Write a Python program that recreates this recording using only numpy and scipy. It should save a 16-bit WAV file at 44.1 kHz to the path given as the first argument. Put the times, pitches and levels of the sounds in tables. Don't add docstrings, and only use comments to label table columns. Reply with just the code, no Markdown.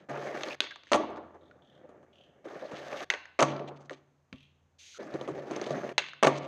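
import sys
import numpy as np
from scipy import signal
from scipy.io import wavfile

SR = 44100
rng = np.random.default_rng(int(sys.argv[2]) if len(sys.argv) > 2 else 0)


def waveform_to_disk(signal):
    frames = np.transpose(np.atleast_2d(signal))
    scaled = np.clip(frames, -1, 1) * 32767
    samples = np.round(scaled).astype(np.int16)
    wavfile.write(sys.argv[1], SR, samples)


N = 285327
TIME = np.arange(N) / SR


def amp(db):
    return 10 ** (np.asarray(db) / 20)


def unit(x):
    return x / np.sqrt(np.mean(x ** 2) + 1e-20)


def read(points, hz):
    f, value = np.transpose(points)
    return np.interp(np.log(hz + 1), np.log(f), value)


def add(mix, s, sound):
    part = mix[max(round(s * SR), 0):][:len(sound)]
    part += sound[:len(part)]


def gate(start, end, rise_s, release_s):
    attack = np.clip((TIME - start) / rise_s, 0, 1)
    return attack * np.exp(-np.maximum(TIME - end, 0) / release_s)


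def wander(per_s):
    return unit(np.interp(TIME * per_s, np.arange(4096), rng.standard_normal(4096)))


def colour(x, spectrum, peak_hz=1000, peak_db=0, octaves=0.41, size=2048):
    hz = abs(np.fft.fftfreq(size, 1 / SR))
    distance = np.log2((hz + 1) / peak_hz) / octaves
    db = read(spectrum, hz) + peak_db * np.exp(-.5 * distance ** 2)
    response = np.exp(np.conj(signal.hilbert(np.log(amp(db)))))
    taps = np.fft.ifft(response).real
    return signal.oaconvolve(x, taps[:size // 2])[:len(x)]


def resonate(x, hz, width):
    return signal.lfilter(*signal.iirpeak(hz, hz / width, fs=SR), x)


def sweep(x, hz, width):
    turn = np.exp(2j * np.pi * np.cumsum(hz) / SR)
    r = np.exp(-np.pi * width / SR)
    return 2 * (turn * signal.lfilter([1 - r], [1, -r], x / turn)).real


def ringing(modes, size=8192):
    click = signal.unit_impulse(size)
    ring = click.copy()
    for hz, db, t60 in modes:
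        ring += amp(db) * resonate(click, hz, np.log(1000) / np.pi / t60)
    return ring / np.linalg.norm(ring)


# pitch in Hz, filter gain in dB, t60 in seconds.
DECK = [(143.1, 4.5, 0.13), (218, -1.5, 0.03), (274, -2, 0.21), (321, 0.5, 0.3), (380, -7, .04),
        (535.7, 0, 0.09), (592.2, 4.5, 0.07), (690, -1.5, 0.069), (873, -4, 0.44), (1085, -3.5, .09),
        (1158, 2.5, 0.13), (1199, -2.5, 0.06), (1330, -5.5, 0.061), (1764, -9.5, 0.019),
        (2230, -6.5, 0.051)]


def on_deck(force, modes=DECK):
    return signal.oaconvolve(force, ringing(modes))[:N]


def blow(spectrum, chatter, settle_s, peak_hz=1000, peak_db=0, size=2048):
    t = np.arange(size) / SR
    rattle = rng.standard_normal(size) * np.exp(-t / settle_s)
    rattle /= np.linalg.norm(rattle)
    chatter = np.clip(chatter, 0, 1)
    force = np.sqrt(1 - chatter) * (t == 0) + np.sqrt(chatter) * rattle
    force = colour(force, spectrum, peak_hz, peak_db)
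    return force / np.linalg.norm(force) * np.sqrt(SR / 100)


# pitch in Hz, filter gain in dB, t60 in seconds.
TAIL = [(600, -3.5, .04), (800, -3.5, 0.015), (1498, 2.5, .035), (1680, -4.5, 0.052), (2070, -2.5, 0.017),
        (2700, 1.5, 0.015), (2955, -8.5, .04), (3465, 0.5, 0.021), (3980, -0.5, 0.0093), (6770, -7, .015)]
# frequency in Hz, relative level in dB.
THUD = [(40, -42.5), (90, -31), (170, -16.5), (300, -2), (600, -1.5), (1000, -5.5), (1300, -7.5),
        (1700, -18.5), (3000, -21), (5000, -33), (7000, -30.5), (10000, -42), (14000, -62.5)]
CRACK = [(60, -51), (200, -36), (400, -9), (1000, -2), (1800, -0.5), (3500, -6), (4400, -7), (5300, -14),
         (6600, -14), (7300, -23.5), (8300, -22), (9500, -37), (11300, -36.5), (13000, -60), (14500, -70)]
TAP = [(60, -50), (200, -34), (400, -9.5), (1000, -4), (1800, -0.5), (3500, -4.5), (4400, -8), (5300, -15),
       (6600, -14.5), (7400, -28.5), (9500, -45), (14000, -66)]
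# start in seconds, crack and thud level in dB ahead of the trims, brightest
# pitch in Hz, its hump in dB, chatter from 0 to 1 ahead of scaling, chatter decay in seconds, extra echo in dB.
POPS = [(0.6048, -26, -39, 3500, 12, 0.47, 0.0022, 1), (3.1017, -25, -48.5, 2100, 4.5, 0.77, 0.003, 0),
        (5.98, -23, -39.5, 3080, 6, 0.98, 0.0065, 1)]
# start in seconds, thud and crack level in dB ahead of the trim, thud and crack hump in Hz.
BLOWS = [(0.9173, -21, -31, 800, 1900), (0.9214, -19, -30, 600, 6400), (0.9323, -24, -18.5, 800, 3050),
         (0.9414, -21, -29, 900, 2200), (.945, -19.5, -31, 1198, 3020), (0.9494, -23, -42.5, 649, 2005),
         (0.953, -19.5, -39, 650, 1997), (.959, -21.5, -42.5, 832, 1500), (3.3907, -23.5, -28.5, 655, 1906),
         (3.3942, -26.5, -25.5, 810, 1996), (3.3984, -20, -24, 655, 1887),
         (3.4056, -25.5, -26.5, 700, 6000), (3.4146, -19, -46.5, 600, 2000), (3.418, -22, -45, 650, 1998),
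         (3.4255, -19, -22.5, 1200, 6330), (3.4298, -22, -24, 544, 2940), (3.437, -26, -40.5, 600, 1513),
         (6.2276, -18.5, -24, 700, 1910), (6.2326, -16, -19.5, 705, 1990),
         (6.2431, -20.5, -24.5, 644, 2200), (6.248, -16.5, -24.5, 550, 1880),
         (6.2525, -20.5, -34.5, 640, 2010), (6.265, -26, -33, 893, 6400), (6.2702, -14.5, -21, 1144, 2460),
         (6.2777, -18.5, -36, 400, 6460), (6.285, -24.5, -52, 495, 1500)]
TAIL_TRIM_DB, LANDING_TRIM_DB, KNOCK_TRIM_DB = 1.0, -5.5, -7.0


def strikes(small, rattle, in_echo):
    tail, pops, landings, knocks = np.zeros((4, N))
    for s, crack_db, thud_db, hz, hump_db, chatter, settle_s, echo_db in POPS:
        crack = blow(CRACK, rattle * chatter, settle_s, hz, hump_db)
        add(tail, s, amp(crack_db + in_echo * echo_db) * crack)
        add(pops, s, amp(thud_db) * blow(THUD, chatter=0.21 * rattle, settle_s=0.0043))
    for s, thud_db, crack_db, thud_hz, crack_hz in BLOWS:
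        thud = blow(THUD, chatter=0.6 * rattle, settle_s=0.006, peak_hz=thud_hz, peak_db=4.0)
        crack = blow(CRACK, chatter=1.072 * rattle, settle_s=0.0025, peak_hz=crack_hz, peak_db=6.5)
        add(landings, s, amp(thud_db) * thud)
        add(landings, s, amp(crack_db) * crack)
    for s, thud_db, crack_db, hz in small:
        thud = blow(THUD, chatter=.9 * rattle, settle_s=0.015, peak_hz=400, peak_db=8)
        tap = blow(TAP, chatter=0.72 * rattle, settle_s=0.0025, peak_hz=hz, peak_db=9.5)
        add(knocks, s, amp(thud_db) * thud)
        add(knocks, s, amp(crack_db) * tap)
    hits = amp(TAIL_TRIM_DB) * on_deck(tail, TAIL) + on_deck(pops + amp(LANDING_TRIM_DB) * landings)
    return hits, on_deck(amp(KNOCK_TRIM_DB) * knocks)


# start in seconds, level in dB, pitch in Hz.
SLAPS = [(0.947, -28, 1117), (1.511, -52, 1436), (3.4218, -16, 1230), (6.2693, -29, 1220)]
SLAP_SWELL_S = 0.0027


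def slaps():
    out, t = np.zeros(N), np.arange(SR // 8) / SR
    swell = t / SLAP_SWELL_S
    for s, db, hz in SLAPS:
        add(out, s, amp(db) * np.sin(2 * np.pi * hz * t) * swell * np.exp(1 - swell))
    return out


# start in seconds, deck flex, floor thump and rolling-on rumble level in dB,
# the rumble's boom hump in dB, the rumble's hold in seconds.
LANDINGS = [(0.9173, -57.5, -48.5, -40.5, 3.5, 0.1417), (3.3913, -31.5, -55, -39.5, 7.5, 0.15),
            (6.228, -32.5, -53.5, -40.5, 6, 0.13)]
# start in seconds, level in dB, pitch in Hz, swell in seconds.
BUMPS = [(0.102, -45, 141, 0.016), (2.555, -51.5, 171, 0.0089), (2.733, -38, 196.2, 0.0038),
         (4.326, -39.5, 217, 0.0032), (4.324, -55, 50, 0.0091), (4.334, -47, 120, 0.0053),
         (4.338, -44, 253.5, 0.0082), (5.139, -37, 178, 0.0073), (5.309, -42.5, 157, 0.0107),
         (5.701, -37, 150, 0.012), (5.755, -40, 170, 0.0098), (5.804, -45, 165, 0.0114)]
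FOOT_S, FLEX_HZ, THUMP_HZ, FLEX_SWELL_S = 0.026, 150, 81, 0.012


def bumps():
    out, t = np.zeros(N), np.arange(SR // 8) / SR
    landed = []
    for s, flex_db, thump_db, *_ in LANDINGS:
        landed.append((s + FOOT_S, flex_db, FLEX_HZ, FLEX_SWELL_S))
        landed.append((s + FOOT_S, thump_db, THUMP_HZ, FLEX_SWELL_S))
    for s, db, hz, swell_s in BUMPS + landed:
        swell = t / swell_s
        add(out, s, amp(db) * np.sin(2 * np.pi * hz * t) * swell ** 2 * np.exp(2 * (1 - swell)))
    return out


def grains(per_s, spread_db):
    sizes = amp(spread_db * np.minimum(rng.exponential(1, N), 5))
    met = rng.random(N) < per_s / SR
    return unit(rng.standard_normal(N) * sizes * met)


WHEEL_HZ = [342, 510, 793, 1700]
WHEEL_GROWL_DB, WHEEL_SWELL_DB, WHEEL_SWELLS_PER_S = 9.5, 2.5, 55
GROWL_DRIFT, GROWL_DRIFTS_PER_S = 0.16, 22


def four_wheels():
    force = np.zeros(N)
    for hz in WHEEL_HZ:
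        ground = grains(per_s=1200, spread_db=1.1)
        pitch = hz * 2 ** (GROWL_DRIFT * wander(per_s=GROWL_DRIFTS_PER_S))
        growl = sweep(ground, pitch, width=0.23 * hz)
        swell = amp(WHEEL_SWELL_DB * wander(per_s=WHEEL_SWELLS_PER_S))
        force += (ground + amp(WHEEL_GROWL_DB) * growl) * swell
    return on_deck(force)


# frequency in Hz, relative level in dB.
GRIT = [(40, -31.5), (90, -20), (140, -10.5), (200, -8.5), (380, -3), (560, -3), (800, -6.5), (950, -11.5),
        (1700, -12.5), (2500, -20.5), (5000, -47), (11000, -76)]
FIZZ = [(500, -25.5), (1700, 2), (3600, -6), (5000, -9.5), (7000, -18), (9800, -29.5), (13000, -28.5),
        (15000, -47)]
# start and end in seconds, rumble level and its growth in dB, hiss level and its
# growth in dB, boom hump in dB, middle band in dB, fade-in and fade-out time in seconds.
PASSES = [(0.089, 0.552, -38, -2, -54.5, 11, -3.5, -9, 0.004, 0.1),
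          (2.445, 3.044, -49, 7, -61.5, 17, -3, -1, 0.057, 0.018),
          (4.988, 5.927, -46, 8, -62, 9, 6.5, -22, 0.011, 0.054)]
END_DIP_DB = -5.5
MIDDLE_HZ, MIDDLE_WIDTH_HZ = 1075, 1100
SCRAPE_HZ, SCRAPE_DRIFT, SCRAPE_WIDTH_HZ, SCRAPE_DB = 3440, 0.55, 600, -3


def rolling():
    out, pressure = np.zeros(N), wander(per_s=100)
    bumping = four_wheels() * amp(0.74 * pressure)
    grit = grains(per_s=3900, spread_db=-0.5)
    scrape_pitch = SCRAPE_HZ * 2 ** (SCRAPE_DRIFT * wander(per_s=30))
    scrape = sweep(grit, scrape_pitch, SCRAPE_WIDTH_HZ) * amp(SCRAPE_DB + 4.3 * wander(per_s=35))
    hiss = unit(on_deck(colour(grit + scrape, FIZZ)) * amp(1.6 * pressure))
    for (start, end, rumble_db, rumble_growth_db, hiss_db, hiss_growth_db,
         boom_db, middle_db, fade_in_s, fade_out_s) in PASSES:
        edges = np.clip(np.minimum(TIME - start, end - TIME) / 0.0022 + 1, 0, 1)
        on = edges > 0
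        since, left = TIME[on] - start, end - TIME[on]
        near = since / (end - start)
        dip = np.clip(1 - np.minimum(since / fade_in_s, left / fade_out_s), 0, 1)
        level = edges[on] * amp(END_DIP_DB * dip)
        rumble = colour(bumping[on], GRIT, peak_hz=165, peak_db=boom_db, octaves=0.84)
        rumble = unit(rumble + amp(middle_db) * resonate(rumble, MIDDLE_HZ, MIDDLE_WIDTH_HZ))
        low = rumble * amp(rumble_db + rumble_growth_db * near)
        high = hiss[on] * amp(hiss_db + hiss_growth_db * near ** 2)
        out[on] += level * (low + high)
    return out


# centre in seconds, level in dB, strongest pitch in Hz, half length in seconds.
PATCHES = [(0.133, -48, 700, 0.022), (0.187, -41, 576, .012), (1.008, -34, 520, 0.016),
           (1.099, -40, 560, 0.015), (1.182, -44.5, 1050, 0.0253), (1.356, -52, 990, 0.019),
           (1.85, -52, 497, .014), (1.918, -52.5, 613, .014), (1.952, -53.5, 479.3, 0.0165),
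           (2.472, -43.5, 379, 0.017), (2.549, -41.5, 433, 0.021), (2.64, -42, 575, 0.027),
           (2.941, -40.5, 1150, 0.024), (3.018, -42, 1250, 0.016), (3.717, -47, 380, 0.013),
           (5.015, -43, 400, 0.023), (5.156, -34, 350, .008), (5.296, -35, 358, 0.016),
           (5.388, -41, 424, 0.045), (5.713, -32, 465, .007), (5.738, -35, 600, 0.0086),
           (5.768, -36.5, 262, 0.029), (5.844, -39, 560, .018)]
PATCH_HUMP_DB = 12


def rough_patches():
    out, bumping = np.zeros(N), four_wheels()
    for s, db, hz, half_s in PATCHES:
        near = abs(TIME - s) < .15
        rumble = unit(colour(bumping[near], GRIT, peak_hz=hz, peak_db=PATCH_HUMP_DB, octaves=.4))
        out[near] += amp(db) * rumble * np.exp(-((TIME[near] - s) / half_s) ** 2)
    return out


# start in seconds, thud and crack level in dB ahead of the knock trim, brightest pitch in Hz.
KNOCKS = [(.096, -35, -48, 1700), (.4095, -39, -38, 1710), (0.434, -44, -29, 3500),
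          (0.446, -58.5, -42, 3000), (0.5296, -53, -40, 3300), (0.545, -65.5, -42, 2200),
          (.62, -40.5, -38, 1990), (0.64, -42.5, -47, 3520), (0.664, -69, -42, 1933),
          (0.7097, -66.5, -41.5, 3500), (.759, -64.5, -42, 1125), (0.835, -68.5, -51.5, 3570),
          (0.87, -61, -51, 1697), (1.1, -44, -66.5, 1200), (1.16, -54.5, -52.5, 1984),
          (1.345, -53, -65, 1100), (1.512, -64, -58, 1900), (1.891, -46.5, -79, 1500),
          (2.029, -53.5, -76, 1500), (2.453, -38.5, -54, 1790), (2.50, -43.5, -69.5, 1780),
          (2.716, -33, -49.5, 2000), (2.929, -36.5, -39.5, 2200), (3.006, -51, -40, 3800),
          (3.111, -41, -29.5, 2400), (3.138, -36, -28, 2200), (3.255, -66.5, -42, 1860),
          (3.565, -42, -46.5, 4125), (3.595, -44.5, -44.5, 2770), (3.896, -50, -36.5, 1370),
          (3.908, -34, -45, 1510), (4.328, -48.5, -40.5, 2330), (5.14, -32, -47.5, 4709),
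          (5.212, -33, -42, 3340), (5.277, -30.5, -47.5, 3220), (5.288, -33.5, -62, 2000),
          (5.398, -52.5, -61.5, 3540), (5.696, -45, -50.5, 5000), (5.707, -27, -43, 4500),
          (5.892, -37, -41, 2580), (5.993, -37.5, -33.5, 2790), (6.041, -61, -36.5, 2584),
          (6.086, -64, -40, 3030), (6.134, -80.5, -40, 1500)]
FLAT_CRACKS_DB = [-46.5, -41, -37.5, -51]
FLAT_START_S, WHEEL_TURN_S, FLAT_THUD_DB, FLAT_HZ = 5.5105, .052, -27.5, 6000
TICK_GAP_S, TICK_DB, TICK_FADE_DB_PER_S, TICK_THUD_DB, TICK_HZ = 0.045, -34.5, 78.5, -61.5, 2200


def small_blows(tick_count=2):
    worn = []
    for k, db in enumerate(FLAT_CRACKS_DB):
        worn.append((FLAT_START_S + k * WHEEL_TURN_S, FLAT_THUD_DB, db, FLAT_HZ))
    ticks = []
    for pop in POPS:
        gaps = TICK_GAP_S * (.5 + .5 * rng.random(tick_count))
        for delay in np.cumsum(gaps):
            ticks.append((pop[0] + delay, TICK_THUD_DB, TICK_DB - TICK_FADE_DB_PER_S * delay, TICK_HZ))
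    return worn + ticks + KNOCKS


# centre in seconds, level in dB, half length in seconds, brightest pitch in Hz.
RASPS = [(.01, -70.5, 0.0325, 3000), (0.643, -45, 0.013, 3500), (0.897, -59.5, 0.038, 2960),
         (1.171, -61.5, 0.0099, 4057), (2.768, -52.5, .025, 3500), (3.489, -46.5, 0.0101, 1900),
         (3.513, -46, 0.0112, 2700), (3.686, -51.5, 0.011, 2950), (3.771, -62, 0.0088, 3300),
         (3.817, -70.5, 0.017, 6958), (3.858, -68, 0.01, 6000), (3.934, -55.5, 0.0142, 3210),
         (3.974, -71, 0.0145, 3530), (5.553, -51, 0.039, 2200), (5.644, -49, 0.034, 3470),
         (5.715, -53.5, 0.021, 5000), (6.088, -53, .015, 2700), (6.342, -48, .012, 2000),
         (6.363, -47.5, 0.01, 3470), (6.382, -49, .008, 6400), (6.441, -51, 0.0206, 2700)]
# frequency in Hz, relative level in dB.
RASP_COLOUR = [(500, -15.5), (1200, -3.5), (2200, 5.5), (4000, -1), (5500, -7.5), (7000, -11.5),
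               (8200, -16), (10000, -36), (14000, -50)]


def rasps():
    out, grit = np.zeros(N), grains(per_s=2500, spread_db=2.0)
    for s, db, half_s, hz in RASPS:
        near = abs(TIME - s) < .1
        rasp = unit(colour(grit[near], RASP_COLOUR, peak_hz=hz, peak_db=8, octaves=0.58))
        out[near] += amp(db) * rasp * np.exp(-((TIME[near] - s) / half_s) ** 2)
    return out


# frequency in Hz, relative level in dB.
SLIDE = [(1200, -21), (2200, 0), (4000, 2.5), (5200, -5), (7000, -9.5), (10000, -23.5), (14000, -31.5)]
SLIDE_START_S, SLIDE_END_S, SLIDE_DB, SLIDE_RISE_S, SLIDE_RELEASE_S = 4.783, 4.98, -56, 0.015, 0.0027
# start and end in seconds, level in dB, pitch in Hz,
# glide in octaves, width of each filter pass as a share of the pitch, release in seconds.
SQUEALS = [(0.501, 0.525, -46, 2830, -0.18, 0.16, .008), (0.705, 0.725, -45, 1820, -0.15, 0.24, 0.0058),
           (4.942, 4.977, -55.5, 1510, -0.25, 0.145, 0.0079),
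           (5.761, 5.868, -67.5, 6400, -0.054, 0.097, 0.013)]
SQUEAL_RISE_S, SQUEAL_FADE_DB_PER_S, SQUEAL_WAVER, OVERTONE_DB = .005, 40.5, 0.033, -23
GRABS_PER_S, GRAB_DB = 40, 1.5


def skids():
    noise = rng.standard_normal(N)
    hiss = colour(noise, SLIDE, peak_hz=6400, peak_db=5.5, octaves=.12) * amp(0.49 * wander(per_s=79))
    out = amp(SLIDE_DB) * unit(hiss) * gate(SLIDE_START_S, SLIDE_END_S, SLIDE_RISE_S, SLIDE_RELEASE_S)
    slip = rng.standard_normal(N)
    uneven_db, waver = 2.0 * wander(per_s=46), SQUEAL_WAVER * wander(per_s=53)
    for start, end, db, hz, glide, share, release_s in SQUEALS:
        on = (TIME > start) & (TIME < end + 6 * release_s)
        age = TIME[on] - start
        pitch = hz * 2 ** (glide * np.minimum(age / (end - start), 1) + waver[on])
        width = share * hz
        tone = unit(sweep(sweep(slip[on], pitch, width), pitch, width))
        overtone = unit(sweep(sweep(slip[on], 2 * pitch, width), 2 * pitch, width))
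        grip_db = uneven_db[on] + GRAB_DB * np.sin(2 * np.pi * GRABS_PER_S * age)
        level = amp(db + grip_db - SQUEAL_FADE_DB_PER_S * age)
        shape = gate(start, end, SQUEAL_RISE_S, release_s)[on]
        out[on] += (tone + amp(OVERTONE_DB) * overtone) * level * shape
    return out


# start and end in seconds, level in dB ahead of the hops,
# pitch in Hz, hump width in octaves, hops per second.
JUDDERS = [(1.409, 1.486, -69.5, 3600, 0.17, 42), (1.62, 1.775, -65.5, 3280, 0.21, 38),
           (2.129, 2.252, -61, 3027, .23, 37), (4.335, 4.444, -58.5, 2946, 0.39, 42.5)]
# frequency in Hz, relative level in dB.
JUDDER = [(300, -16.5), (1500, -4), (3500, 0.5), (4500, -2.5), (6500, -8), (10000, -25)]
JUDDER_GRIP, JUDDER_SLIP_SHARE = 0.13, 0.27


def judders():
    out = np.zeros(N)
    for start, end, db, hz, octaves, per_s in JUDDERS:
        age = np.maximum(TIME - start, 0)
        noise = rng.standard_normal(N)
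        rasp = unit(colour(noise, JUDDER, peak_hz=hz, peak_db=22.5, octaves=octaves))
        grip = JUDDER_GRIP + np.exp(-(age * per_s % 1) / JUDDER_SLIP_SHARE)
        out += amp(db) * rasp * grip * gate(start, end, rise_s=0.0022, release_s=0.013)
    return out


# frequency in Hz, relative level in dB.
RECEDING = [(40, -30.5), (90, -14.5), (140, -13.5), (220, -6), (380, -1), (560, -2.5), (850, -3),
            (1300, -6), (1700, -19), (2500, -24.5), (5000, -39.5), (11000, -78)]
# time in seconds, rumble level in dB ahead of FAINT_DB.
FAINT_ROLLING = [
    [(0.0, -53.5), (0.05, -56.5), (0.08, -64)],
    [(1.4, -68.5), (1.52, -61), (1.62, -63), (1.8, -58), (1.91, -59.5), (1.99, -57.5), (2.08, -60.5),
     (2.42, -62.5)],
]
FAINT_DB, FAINT_FADE_DB_PER_S = -2, 36
ROLL_ON_DELAY_S, RECEDE_DB_PER_S = 0.057, 77.5


def far_rolling():
    bumping, (receding, faint) = four_wheels(), np.zeros((2, N))
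    for s, *_, db, boom_db, hold_s in LANDINGS:
        age = TIME - s - ROLL_ON_DELAY_S
        rumble = unit(colour(bumping, RECEDING, peak_hz=149, peak_db=boom_db, octaves=0.63))
        receding += rumble * (age > 0) * amp(db - RECEDE_DB_PER_S * np.maximum(age - hold_s, 0))
    for curve in FAINT_ROLLING:
        s, db = np.transpose(curve)
        outside_s = abs(TIME - np.clip(TIME, s[0], s[-1]))
        faint += amp(FAINT_DB + np.interp(TIME, s, db) - FAINT_FADE_DB_PER_S * outside_s)
    return receding + faint * unit(colour(bumping, GRIT, peak_hz=141, peak_db=12.5, octaves=0.65))


# pitch in Hz, level in dB, t60 in seconds.
AFTER_RING = [(279.4, -42, .7), (319, -34, .7), (593, -35.5, .7), (670, -40, 0.48), (850, -47, 0.4),
              (1141, -44.5, .6), (1157, -44, .65)]
RING_RISE_S, RING_WAVER, RING_SWELL_DB = .03, .7, 2.5


def after_ring():
    out = np.zeros(N)
    for hz, db, t60 in AFTER_RING:
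        level = np.zeros(N)
        for s, *_ in LANDINGS:
            age = np.maximum(TIME - s - FOOT_S, 0)
            level += np.minimum(age / RING_RISE_S, 1) * amp(db - 60 * age / t60)
        phase = 2 * np.pi * hz * TIME + RING_WAVER * wander(per_s=17)
        out += level * amp(RING_SWELL_DB * wander(per_s=25)) * np.sin(phase)
    return out


# pitch in Hz, width in Hz, gain in dB.
ROOM_MODES = [(84, 0.86, 14), (142.4, 2, 15)]


def standing_waves(pushes):
    boom = np.zeros(N)
    for hz, width, db in ROOM_MODES:
        boom += amp(db) * resonate(pushes + 1e-12, hz, width)
    return boom


# frequency in Hz, t60 in seconds.
GARAGE_T60 = [(80, 2.5), (150, 1.26), (300, 0.52), (700, 0.61), (1500, 0.46), (3500, 0.65), (6500, 0.3171),
              (10000, 0.14), (13000, .24)]
# frequency in Hz, echo level in dB.
GARAGE_ECHO = [(80, -9), (150, -8), (300, -10), (700, -10), (1500, -9), (3500, -14), (6500, -13.5),
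               (10000, -11.5)]


def garage(x, size=65536):
    hz, t, z = signal.stft(rng.choice([-1., 1.], size), SR, nperseg=512)
    t60 = read(GARAGE_T60, hz)[:, None]
    even = np.sqrt(2 * np.log(1000) / (t60 * SR))
    z = z * amp(read(GARAGE_ECHO, hz)[:, None] - 60 * t / t60) * even
    tail = signal.istft(z, SR, nperseg=512)[1][:size]
    tail = tail * (1 - np.exp(-np.arange(size) / SR / 0.0031))
    return signal.oaconvolve(x, tail)[:N]


# frequency in Hz, relative level in dB.
AIR = [(30, -15), (80, 1.5), (160, -4.5), (350, -5.5), (800, -9), (1600, -14.5), (3000, -22.5),
       (5000, -28.5), (7000, -28.5), (10000, -40.5), (14000, -38.5)]
# pitch in Hz, level in dB.
HUM = [(82.6, -80.5), (143, -86)]


def ventilation():
    out = amp(-75.5) * unit(colour(rng.standard_normal(N), AIR))
    for hz, db in HUM:
        out += amp(db) * unit(resonate(rng.standard_normal(N), hz, width=1.0))
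    return out


def scene():
    pushes, small, chirps = bumps(), small_blows(), judders()
    wheels = rolling() + rough_patches() + skids() + rasps()
    hits, knocks = strikes(small, rattle=0.18, in_echo=True)
    send = hits + amp(-3.0) * knocks + amp(-3.5) * pushes
    send = send + amp(-13.0) * wheels + amp(9.5) * chirps
    direct = sum(strikes(small, rattle=1, in_echo=False)) + pushes + slaps() + wheels + chirps
    room = standing_waves(pushes) + after_ring() + garage(send)
    return (direct + room + far_rolling() + ventilation())[None]


CEILING, LOW_CUT_HZ, EDGE_HZ = 0.65, 35, 14300


def record(dry):
    ringing_treble = dry + amp(4.0) * resonate(dry, 6320, width=480)
    rounded = CEILING * np.tanh(ringing_treble / CEILING)
    low_cut = signal.butter(2, LOW_CUT_HZ, "highpass", fs=SR, output="sos")
    band_limit = signal.firwin(255, EDGE_HZ, window=("kaiser", 9), fs=SR)
    return signal.oaconvolve(signal.sosfilt(low_cut, rounded), band_limit[None], "same")


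dry = scene()
out = record(dry)
waveform_to_disk(out)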